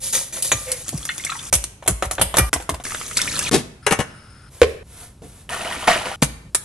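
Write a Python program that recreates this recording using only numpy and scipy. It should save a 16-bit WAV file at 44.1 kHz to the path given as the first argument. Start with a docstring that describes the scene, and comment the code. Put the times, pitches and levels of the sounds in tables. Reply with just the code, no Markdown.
"""Quick shots of a brine being made in a small kitchen, heard close up. First grains (shaped grit) hiss and hard
spices ring a steel pot; jets spit, a thin stream runs (swarms of chirping bubbles) and citrus halves slap down
(air pockets, squelch, spray). The pot jolts onto the stove, its lid clatters (struck modes) and the brine simmers.
Cloth rustles, a tub of ice knocks on the board, and hot brine and fruit are tipped in with splashes and gulps.
Last, a fist thumps the tub shut and tape rips off a roll. Low hum runs throughout; each shot has its own echo."""
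import sys
import numpy as np
from scipy import signal
from scipy.fft import rfft, irfft, next_fast_len
from scipy.io import wavfile

SR = 44100
rng = np.random.default_rng(int(sys.argv[2]) if len(sys.argv) > 2 else 0)


def store_pcm(level_fs):
    """Save levels as 16-bit WAV."""
    pcm = np.round(np.clip(level_fs, -1, 1) * 32767).astype(np.int16)
    wavfile.write(sys.argv[1], SR, np.atleast_2d(pcm).T)


N = 292824
T = np.arange(SR // 2) / SR  # clock of one short sound, s


def amp(db):
    """Decibels to gain."""
    return 10 ** (np.asarray(db) / 20)


def unit(x):
    """Scale to rms 1."""
    return x / np.sqrt(np.mean(x ** 2) + 1e-20)


def along(points, hz):
    """Read a curve of (f/Hz, value) points on a log frequency axis."""
    f, v = np.transpose(points)
    return np.interp(np.log(hz + 1), np.log(f + 1), v)


def filtered(x, response):
    """Filter x by a response given as a function of frequency."""
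    n = x.shape[-1]
    m = next_fast_len(n + 8192)  # padding leaves room for ringing
    return irfft(rfft(x, m) * response(np.fft.rfftfreq(m, 1 / SR)), m)[..., :n]


def colour(x, spectrum):
    """Shape x by a spectrum, at rms 1."""
    return unit(filtered(x, lambda hz: amp(along(spectrum, hz))))


def resonate(x, peaks):
    """Pass x through a body's resonances, signs alternating, at rms 1."""
    def response(f):
        total = 0
        for k, (centre, width, db) in enumerate(peaks):
            peak = 1j * f * width / (centre * centre - f * f + 1j * f * width)
            total = total + (-1) ** k * amp(db) * peak
        return total
    return unit(filtered(x, response))


def grit(size, spread_db):
    """Noise whose level jumps every 40 samples, like tiny impacts in clumps."""
    clumps = np.repeat(rng.standard_normal(size // 40 + 1), 40)[:size]
    return unit(rng.standard_normal(size) * amp(spread_db * clumps))


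def fade(t60, attack):
    """Rise, then die away by 60 dB in t60 seconds."""
    return 1000 ** (-T / t60) * (1 - np.exp(-T / attack))


def burst(spectrum, t60, attack=0.00016, spread_db=3):
    """A dying puff of coloured grit."""
    return colour(grit(len(T), spread_db), spectrum) * fade(t60, attack)


def ring(modes, scatter_db):
    """Modes struck at slightly new strengths, neighbours swinging opposite ways."""
    out = np.zeros(len(T))
    for k, (hz, db, t60) in enumerate(modes):
        strength = (-1) ** k * amp(db + scatter_db * rng.normal())
        out += strength * np.sin(2 * np.pi * hz * T) * fade(t60, 0.0019)
    return out


def bubble(hz, cycles, rise, onset=0.28):
    """A pocket of air swells over `onset` cycles and rings, its pitch climbing as it surfaces."""
    life = cycles / hz
    pitch = hz * (1 + rise * np.minimum(T / life, 1))
    return np.sin(2 * np.pi * np.cumsum(pitch) / SR) * fade(life, onset / hz)


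def bubbles(rate, hz, octaves, cycles, spread_db):
    """A steady swarm of small bubbles, `rate` per second, each chirping upward as it dies."""
    start, size, tone = rng.random((int(rate * N / SR), 3)).T[:, :, None]
    pitch = hz * 2 ** (octaves * (2 * tone - 1))
    t = T[:1000]
    age = t * pitch / cycles
    level = np.sqrt(pitch / hz) * amp(spread_db * np.minimum(-np.log(1 - size), 3))
    chirp = np.sin(2 * np.pi * pitch * t * (1 + 0.21 * np.minimum(age, 1)))
    waves = level * chirp * np.exp(-7 * age)
    place = (start * N).astype(int) + np.arange(len(t))
    return unit(np.bincount(place.ravel(), waves.ravel(), N)[:N])


def splash(hz, octaves, t60, count):
    """Droplets flung by an impact: each rings at its own pitch, the late ones weaker."""
    out = np.zeros(len(T))
    for delay, tone in rng.random((count, 2)):
        start = int(min(t60, .5) * delay ** 2 * SR / 2)  # crowded towards the impact
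        drop = bubble(hz * 2 ** (octaves * (2 * tone - 1)), cycles=34, rise=0.1)
        out[start:] += drop[:len(T) - start] * 1000 ** (-T[start] / t60)
    return out / np.abs(out).max()


# edges of the shots: t/s
CUTS = [0, .32, .83, 1.5, 2.495, 2.83, 3.16, 3.495, 3.825, 4.495, 4.83, 5.487, 6.16, 6.5, 6.7]


def add(track, s, sound):
    """Lay a sound in at time s; it is cut off when its shot ends."""
    start = round(s * SR)
    shot_end = round(min(c for c in CUTS if c > s) * SR)
    end = min(shot_end, N, start + len(sound))
    track[start:end] += sound[:end - start]


def swell(s, rise, hold, t60):
    """Rise at time s, hold, die away; one gain per sample of the scene."""
    t, out = np.arange(SR) / SR, np.zeros(N)
    decay = 1000 ** (-np.maximum(t - rise - hold, 0) / t60)
    add(out, max(s, 0), np.minimum(t / rise, 1) * decay)
    return out


def flow(s, db, db_per_s):
    """Gain of something that starts at time s and steadily grows or thins out."""
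    out = np.zeros(N)
    add(out, s, amp(db + db_per_s * np.arange(SR) / SR))
    return out


def flows(streams):
    """Bubbling and spray gains of running liquid."""
    gains = np.zeros((2, N))
    for s, bubbling_db, spray_db, change in streams:
        gains += np.array([flow(s, bubbling_db, change), flow(s, spray_db, change)])
    return gains


# spectrum of the low background hum: f/Hz, relative level/dB
HUM = [(22, -17), (60, 1.5), (130, -3), (300, -16.5), (2000, -37)]


def hum():
    """Steady noise weighted to the bass, under everything."""
    return amp(-46) * colour(rng.standard_normal(N), HUM)


# dry grains slide into the pot or are stirred: t/s, rise/s, hold/s, hiss level/dB, pot wall level/dB
GRAINS = [(0, 0.041, 0.044, -20, -39), (0.125, 0.0047, 0.029, -13.5, -27),
          (0.322, 0.011, 0.04, -23.5, -34.5), (0.437, 0.0093, 0.0029, -15.5, -34),
          (0.515, 0.044, 0.29, -30, -44.5)]
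GRAINS_T60 = 0.35  # s, grains coming to rest
# hard spices and the spoon strike the pot: t/s, tick level/dB, ring level/dB
SPICES = [(0.4235, -6, -44), (0.517, -11.5, -10.5), (0.7166, -9, -32)]
# pot wall damped by salt: f/Hz, width/Hz, relative level/dB
WALL = [(539, 39, 11), (1230, 105, -5), (1905, 180, 2.5), (2380, 100, 7), (3700, 380, 4.5),
        (6000, 32, 14.5), (6690, 150, 13)]
# pot base under the spoon: f/Hz, width/Hz, relative level/dB
BASE = [(514, 8.3, 13), (2200, 500, -9)]
# spectra of dry hiss (also cloth) and of soft, dull matter (also fruit flesh): f/Hz, relative level/dB
HISS = [(1500, -26), (3500, -5), (6500, -0.5), (11000, 7)]
FLESH = [(150, 6), (500, 8), (1500, 5), (4000, 0.5), (9000, -99)]


def seasoning():
    """Salt hisses down the steel; hard pieces tick and ring the wall; the spoon scrapes across the base."""
    hiss, wall = np.zeros((2, N))
    for s, rise, hold, hiss_db, wall_db in GRAINS:
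        motion = swell(s, rise, hold, GRAINS_T60)
        hiss += amp(hiss_db) * motion
        wall += amp(wall_db) * motion
    out = hiss * colour(grit(N, spread_db=2.5), HISS)
    out += wall * (resonate(grit(N, spread_db=6.5), WALL) + amp(-7) * colour(grit(N, spread_db=6), FLESH))
    scrape = swell(.655, rise=.03, hold=.045, t60=GRAINS_T60)
    out += amp(-33) * scrape * resonate(grit(N, spread_db=2), BASE)
    for s, db, ring_db in SPICES:
        add(out, s, amp(db) * burst(HISS, t60=0.059))
        wall_ring = resonate(rng.standard_normal(len(T)), WALL) * fade(0.082, 0.0006)
        add(out, s, amp(ring_db) * (wall_ring + burst(FLESH, t60=0.032)))
    return out


# spoon or fruit strikes the bare wall: t/s, ring level/dB
WALL_HITS = [(.5171, -29), (2.213, -38), (2.3812, -19.5)]
# modes of the bare pot: f/Hz, relative level/dB, t60/s
POT = [(554, -2, .1), (1195, -9, .55), (1921, -2, .22), (2379, -1, .2)]


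def pot_wall():
    """The hardest blows leave the steel wall singing in its own modes."""
    out = np.zeros(N)
    for s, db in WALL_HITS:
        add(out, s, amp(db) * ring(POT, scatter_db=3.5))
    return out


# spoon and hands nudge the pot: t/s, thud level/dB
NUDGES = [(0.52, -17), (.926, -15)]
# spectrum of soft low thumps: f/Hz, relative level/dB
THUMP = [(40, -2.5), (130, 13), (450, 6.5), (2000, -19)]


def board(high_hz, low_hz, glide):
    """Bending waves spread in the board: the high ones arrive first, the boom last; its edges scatter them."""
    out = np.zeros(N)
    for s, db in NUDGES + [(s, thud_db) for s, *_, thud_db in FRUIT]:
        pitch = low_hz + high_hz * np.exp(-T / glide)
        sweep = np.sin(2 * np.pi * np.cumsum(pitch) / SR) * fade(0.2, 0.04)
        echoes = unit(rng.standard_normal(len(T))) * fade(.06, .002)
        scattered = signal.fftconvolve(sweep, echoes)[:len(T)]
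        thump = amp(-12.5) * burst(THUMP, t60=0.15, attack=0.0047)
        add(out, s, amp(db) * (sweep + unit(scattered) * sweep.std() + thump))
    return out


# thin streams, each running until its shot ends: t/s, bubbling level/dB, spray level/dB, change/(dB/s)
STREAMS = [(.8305, -51, -39.5, 5.5), (2.838, -41, -31, -13), (3.1605, -34.5, -31.5, 10.5)]
# air inside the pot: f/Hz, width/Hz, relative level/dB
POT_AIR = [(1258, 190, -4), (2122, 120, 17.5), (3505, 62, 9.5)]
# spectra of churning liquid and of fine spray: f/Hz, relative level/dB
SLOSH = [(150, -11), (600, -14.5), (1400, -7), (2700, -9.5), (9000, -24.5)]
SPRAY = [(2000, -17), (4500, -17), (10500, -6.5), (13500, -8)]


def pouring():
    """A thin stream bubbles, fizzes and drums on the fruit in the pot."""
    bubbling, spray = flows(STREAMS)
    plops = bubbles(rate=400, hz=2300, octaves=1.15, cycles=34, spread_db=3.5)
    churn = colour(grit(N, spread_db=5), SLOSH)
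    out = bubbling * (plops + amp(-9) * resonate(plops, POT_AIR) + amp(-12) * churn)
    out += amp(-5.5) * bubbling * colour(grit(N, spread_db=1.5), THUMP)
    fizz = bubbles(rate=1500, hz=7800, octaves=.55, cycles=30, spread_db=5)
    return out + spray * (amp(-2) * fizz + colour(grit(N, spread_db=5), SPRAY))


# fine jets of liquid spit: t/s, level/dB
SQUIRTS = [(0.881, -18), (0.891, -12), (0.977, -17), (1.053, -14.5), (1.18, -14), (1.2487, -9.5),
           (1.64, -12), (3.1706, -2.5), (3.2167, -8.5), (3.3915, -6.5)]
# the biggest drops plink: t/s, level/dB, starting f/Hz
DRIPS = [(1.029, -22, 3160), (1.0901, -8, 1760), (1.196, -20.5, 2000), (1.238, -18, 3020),
         (1.264, -16, 2070), (1.295, -14.5, 1220), (1.301, -10.5, 3800), (1.318, -12.5, 1290),
         (1.352, -19, 900), (1.391, -18.5, 3350), (3.166, -12.5, 2120), (3.173, 1.5, 4640),
         (3.19, -10, 1435), (3.2156, -6, 3360), (3.275, -10, 2270), (3.356, -9.5, 3900), (3.468, -11, 2340)]
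# drops of a trickle tap on the peel: t/s, level/dB
TAPS = [(2.852, -17), (2.865, -22), (2.907, -20), (2.92, -18.5), (2.947, -18.5), (3.013, -19.5),
        (3.112, -22.5)]
# spectrum of a dry plastic-like click: f/Hz, relative level/dB
PLASTIC = [(800, -2.5), (2400, -1.5), (4000, -9), (11000, -18.5)]


def droplets():
    """Jets spit, big drops plink, small ones tap on the peel; the air in the pot rings along."""
    out = np.zeros(N)
    for s, db in SQUIRTS:
        jet = burst(SPRAY, t60=.02) + splash(8000, octaves=.5, t60=.02, count=16)
        add(out, s, amp(db) * jet)
    for s, db, hz in DRIPS:
        blip = bubble(hz, cycles=30, rise=.25, onset=2.5)
        add(out, s, amp(db) * (blip + amp(-9) * splash(1.4 * hz, octaves=.8, t60=.14, count=10)))
    for s, db in TAPS:
        tap = bubble(1300 * rng.uniform(.9, 1.4), cycles=14, rise=0)
        add(out, s, amp(db) * (tap + amp(-3) * burst(PLASTIC, t60=.014)))
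    return out + amp(-9) * out.std() * resonate(out, POT_AIR)


HOLLOW_HZ = 586  # base pitch of air trapped under a cut face, varied for each blow


def slap(hz):
    """Wet flesh meets the pot: air pockets ring at the rim and under the cut face, then pulp squelches."""
    rim = bubble(hz, cycles=22, rise=0.03)
    hollow = bubble(HOLLOW_HZ * rng.uniform(.9, 1.1), cycles=16, rise=0)
    squelch = splash(1200, octaves=1, t60=.18, count=10)
    return rim + amp(-2.5) * hollow + amp(-9) * squelch + amp(-7) * burst(FLESH, t60=0.06)


def spatter():
    """Juice flies off a blow as clumped spray and ringing droplets."""
    drops = splash(7750, octaves=0.53, t60=0.13, count=20)
    return burst(SPRAY, t60=0.098, spread_db=12.5) + amp(-6.0) * drops


# wet halves land; board() plays the thuds: t/s, slap level/dB, trapped air f/Hz, spatter level/dB, thud level/dB
FRUIT = [(1.527, -12.5, 2330, 2, -16), (1.877, -10.5, 2140, -3.5, -11), (2.024, -10.5, 1320, -12.5, -18.5),
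         (2.111, -20, 1280, -10.5, -32.5), (2.182, -14.5, 1570, -28, -20.5),
         (2.213, -9, 1400, -11.5, -18.5), (2.341, -11.5, 1030, -19, -45), (2.369, -10, 1580, -4, -28),
         (2.3822, -6, 890, -19, -7), (2.53, -13, 1440, -7.5, -17.5), (2.692, -13.5, 1034, -17, -16.5)]
# halves tip over onto their cut faces: t/s, slap level/dB
FLOPS = [(1.825, -29), (1.861, -26), (2.051, -24), (2.195, -17), (2.56, -20.5), (2.601, -24), (2.741, -23),
         (2.8, -29.5)]


def citrus():
    """Each half slaps into the pot; some then flop over with a hollow sound."""
    out = np.zeros(N)
    for s, db, hz, spatter_db, thud_db in FRUIT:
        add(out, s, amp(db) * slap(hz) + amp(spatter_db) * spatter())
    for s, db in FLOPS:
        add(out, s, amp(db) * (slap(HOLLOW_HZ * rng.uniform(1, 1.98)) + amp(-2.5) * spatter()))
    return out


# pot jolts over the stove grate: t/s, level/dB
GRATE = [(3.512, -15), (3.526, -11.5), (3.539, -7), (3.555, -35)]
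# spectrum of the grate: f/Hz, relative level/dB
IRON = [(40, -20), (130, 7), (400, 1), (800, -11.5), (10000, -16)]
# lid rim contacts: t/s, clang level/dB, thump level/dB
LID = [(3.865, -10.5, -17.5), (3.909, -13.5, -6.5), (3.922, -11.5, -20), (3.989, -20.5, -8),
       (4.002, -19, -15)]
# strongest modes of the steel lid: f/Hz, relative level/dB
STEEL_LID = [(419, -3), (590, -3), (1448, -3), (1668, -1), (1750, -2), (2240, -3), (2719, -5), (2906, -6),
             (6153, -9)]
LID_T60 = .115  # s, for those strongest modes
# spectrum of the clang: f/Hz, relative level/dB
CLANG = [(250, -36), (450, -6.5), (1600, -2), (4700, -17), (9200, -9)]
# resonances of the simmer under the lid: f/Hz, width/Hz, relative level/dB
STEAM = [(1414, 130, -1.5), (5230, 170, -10), (9160, 58.4, -3.5)]


def stove():
    """The pot jolts onto the grate, the lid clatters shut, the brine simmers as resonant noise, ever fainter."""
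    out = np.zeros(N)
    for s, db in GRATE:
        add(out, s, amp(db) * burst(IRON, t60=0.16, attack=0.0018))
    strong = [(hz, level, LID_T60) for hz, level in STEEL_LID]
    sheet_hz = (np.arange(20, 105) + rng.random()) ** 2  # the lid's many weaker modes
    sheet = [(hz, along(CLANG, hz), .1) for hz in sheet_hz]
    for s, db, thump_db in LID:
        metal = ring(strong, scatter_db=3) + amp(-5) * ring(sheet, scatter_db=3)
        add(out, s, amp(db) * (burst(CLANG, t60=.045) + amp(-7) * metal))
        add(out, s, amp(thump_db) * burst(THUMP, t60=0.066, attack=0.0045))
    simmer = flow(3.826, db=-49.5, db_per_s=-5.5)
    steam = resonate(rng.standard_normal(N), STEAM)
    return out + simmer * (steam + amp(-8.0) * colour(rng.standard_normal(N), SLOSH))


# clothes rustle: t/s, rise/s, hold/s, level/dB
RUSTLES = [(4.495, 0.044, 0.17, -41), (4.833, 0.19, 0.014, -36), (5.22, 0.016, 0.18, -44.5)]


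def clothes():
    """Cloth brushes softly as the cook moves: swells of hiss and duller noise."""
    motion = sum(amp(db) * swell(s, rise, hold, t60=0.3) for s, rise, hold, db in RUSTLES)
    dull = colour(rng.standard_normal(N), FLESH)
    return motion * (colour(grit(N, spread_db=2.0), HISS) + amp(-11.5) * dull)


# modes of the loaded tub: f/Hz, relative level/dB, t60/s
TUB = [(75.8, -25.5, 0.21), (377, -1.5, 0.028), (464, 5.5, 0.027), (453, -27.5, 0.43)]


def ice_tub():
    """The loaded tub knocks on the board and the ice jumps once; later something bumps softly."""
    out = np.zeros(N)
    add(out, 4.6165, amp(5.5) * ring(TUB, scatter_db=4.0) + amp(-4.0) * burst(PLASTIC, t60=0.021))
    add(out, 4.631, amp(-15.0) * burst(PLASTIC, t60=0.065))
    add(out, 5.219, amp(-35.0) * burst(THUMP, t60=0.21))
    return out


# brine runs onto the ice: t/s, bubbling level/dB, spray level/dB, change/(dB/s)
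BRINE = [(5.492, -30, -29, -14)]
# lumps of fruit tumble in with it: t/s, splash level/dB, gulp f/Hz
PLUNGES = [(5.52, -31.5, 970), (5.591, -41, 492), (5.644, -37.5, 1530), (5.698, -35, 2380),
           (5.758, -42, 486), (5.808, -36.5, 2240), (5.871, -10.5, 1330), (6.05, -28, 792)]
PLUNGE_RISE_S = 0.006  # the gulp follows the splash by this much


def tipping():
    """The whole pot gushes onto the ice; each lump of fruit splashes and gulps air."""
    plunge = np.zeros(N)
    for s, db, hz in PLUNGES:
        plunge += amp(db) * swell(s, PLUNGE_RISE_S, hold=0.0053, t60=0.41)
    gush, mist = flows(BRINE)
    gush = gush + plunge
    mist = mist + amp(-10) * plunge
    swarm = bubbles(rate=450, hz=1300, octaves=1.25, cycles=28, spread_db=4)
    out = gush * (amp(-4.5) * swarm + amp(-6) * colour(grit(N, spread_db=3), SLOSH))
    for s, db, hz in PLUNGES:
        gulp = bubble(hz, cycles=36, rise=.12, onset=2) + splash(hz, octaves=1, t60=.2, count=10)
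        add(out, s + PLUNGE_RISE_S, amp(db + 7) * gulp)  # gulps stand above the splash
    return out + amp(-2.5) * mist * colour(grit(N, spread_db=4), SPRAY)


# modes of the tub's lid: f/Hz, relative level/dB, t60/s
TUB_LID = [(57, -22, 0.5), (140, -2, 0.055), (240, 1, 0.03), (640, 0, 0.02)]


def sealing():
    """A hissing puff, then a fist thumps the lid over the rim; last, tape tears off its roll."""
    out = np.zeros(N)
    add(out, 6.219, amp(0.5) * burst(SPRAY, t60=0.074, attack=0.0093))
    add(out, 6.2235, amp(-4.5) * ring(TUB_LID, scatter_db=1) + amp(-7) * burst(PLASTIC, t60=0.035))
    add(out, 6.5475, amp(-23) * burst(PLASTIC, t60=0.03) + amp(0.5) * burst(SPRAY, t60=0.032))
    return out


def ports(x, lag_ms, left_db):
    """Sound reaches the left port later (earlier if lag is negative) and left_db louder than the right."""
    turn = np.array([[-1j], [1j]]) * np.pi * lag_ms / 1000  # half the lag on each side
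    return filtered(x, lambda hz: np.exp(turn * hz)) * amp([[left_db / 2], [-left_db / 2]])


# reverberation of the kitchen: f/Hz, t60/s
KITCHEN = [(60, 1), (250, 0.48), (1500, 0.72), (10000, 0.42)]
# likeness of the echoes at the two ports: f/Hz, likeness (1 = identical)
ALIKE = [(150, 0.99), (300, 0.64), (1200, 0)]


def kitchen(x, early_db):
    """Near walls and a longer tail answer as decaying noise, drawn anew in every shot."""
    out = np.zeros((2, N))
    for start, end in zip(CUTS, CUTS[1:]):
        hz, t, z = signal.stft(rng.standard_normal((2, len(T))), SR, nperseg=256)
        turn = np.arccos(np.clip(along(ALIKE, hz), -1, 1))[:, None] / 2
        z = z * np.array([np.cos(turn), np.sin(turn)])  # weights of mid and side
        z = z * 1000 ** (-t / along(KITCHEN, hz)[:, None])
        mid, side = signal.istft(z, SR, nperseg=256)[1][:, :len(T)]
        tail = np.array([mid + side, mid - side])
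        tail = tail * (1 + amp(early_db) * fade(0.063, 0.0011)) * (1 - np.exp(-T / 0.0009))
        tail = tail / np.linalg.norm(tail[0])
        shot = slice(round(start * SR), round(end * SR))
        out[:, shot] = signal.fftconvolve(x[None, shot], tail, axes=1)[:, :len(x[shot])]
    return out


def scene():
    """Work at the board is close; the stove stands to the left; the kitchen answers both."""
    near = seasoning() + board(high_hz=893, low_hz=54.6, glide=0.0099)
    near += pouring() + droplets() + citrus()
    near += clothes() + ice_tub() + tipping() + sealing()
    hob = stove()
    direct = ports(near + pot_wall(), lag_ms=0.029, left_db=0.5)
    direct = direct + ports(hob, lag_ms=-0.022, left_db=5.5)
    echo = kitchen(amp(-4.5) * (near + hob), early_db=18.0)
    return direct + echo + hum()


# treble response of the microphone: f/Hz, level/dB
MIC = [(11000, 0), (11600, -6), (12800, -21)]
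TOP_HZ = 12900  # nothing passes from here up


def record(dry):
    """The microphone rounds off the highest peaks and loses the top treble."""
    limited = dry / (1 + np.abs(dry) ** 8) ** (1 / 8)
    return filtered(limited, lambda hz: amp(along(MIC, hz)) * (hz < TOP_HZ))


dry = scene()
out = record(dry)
store_pcm(out)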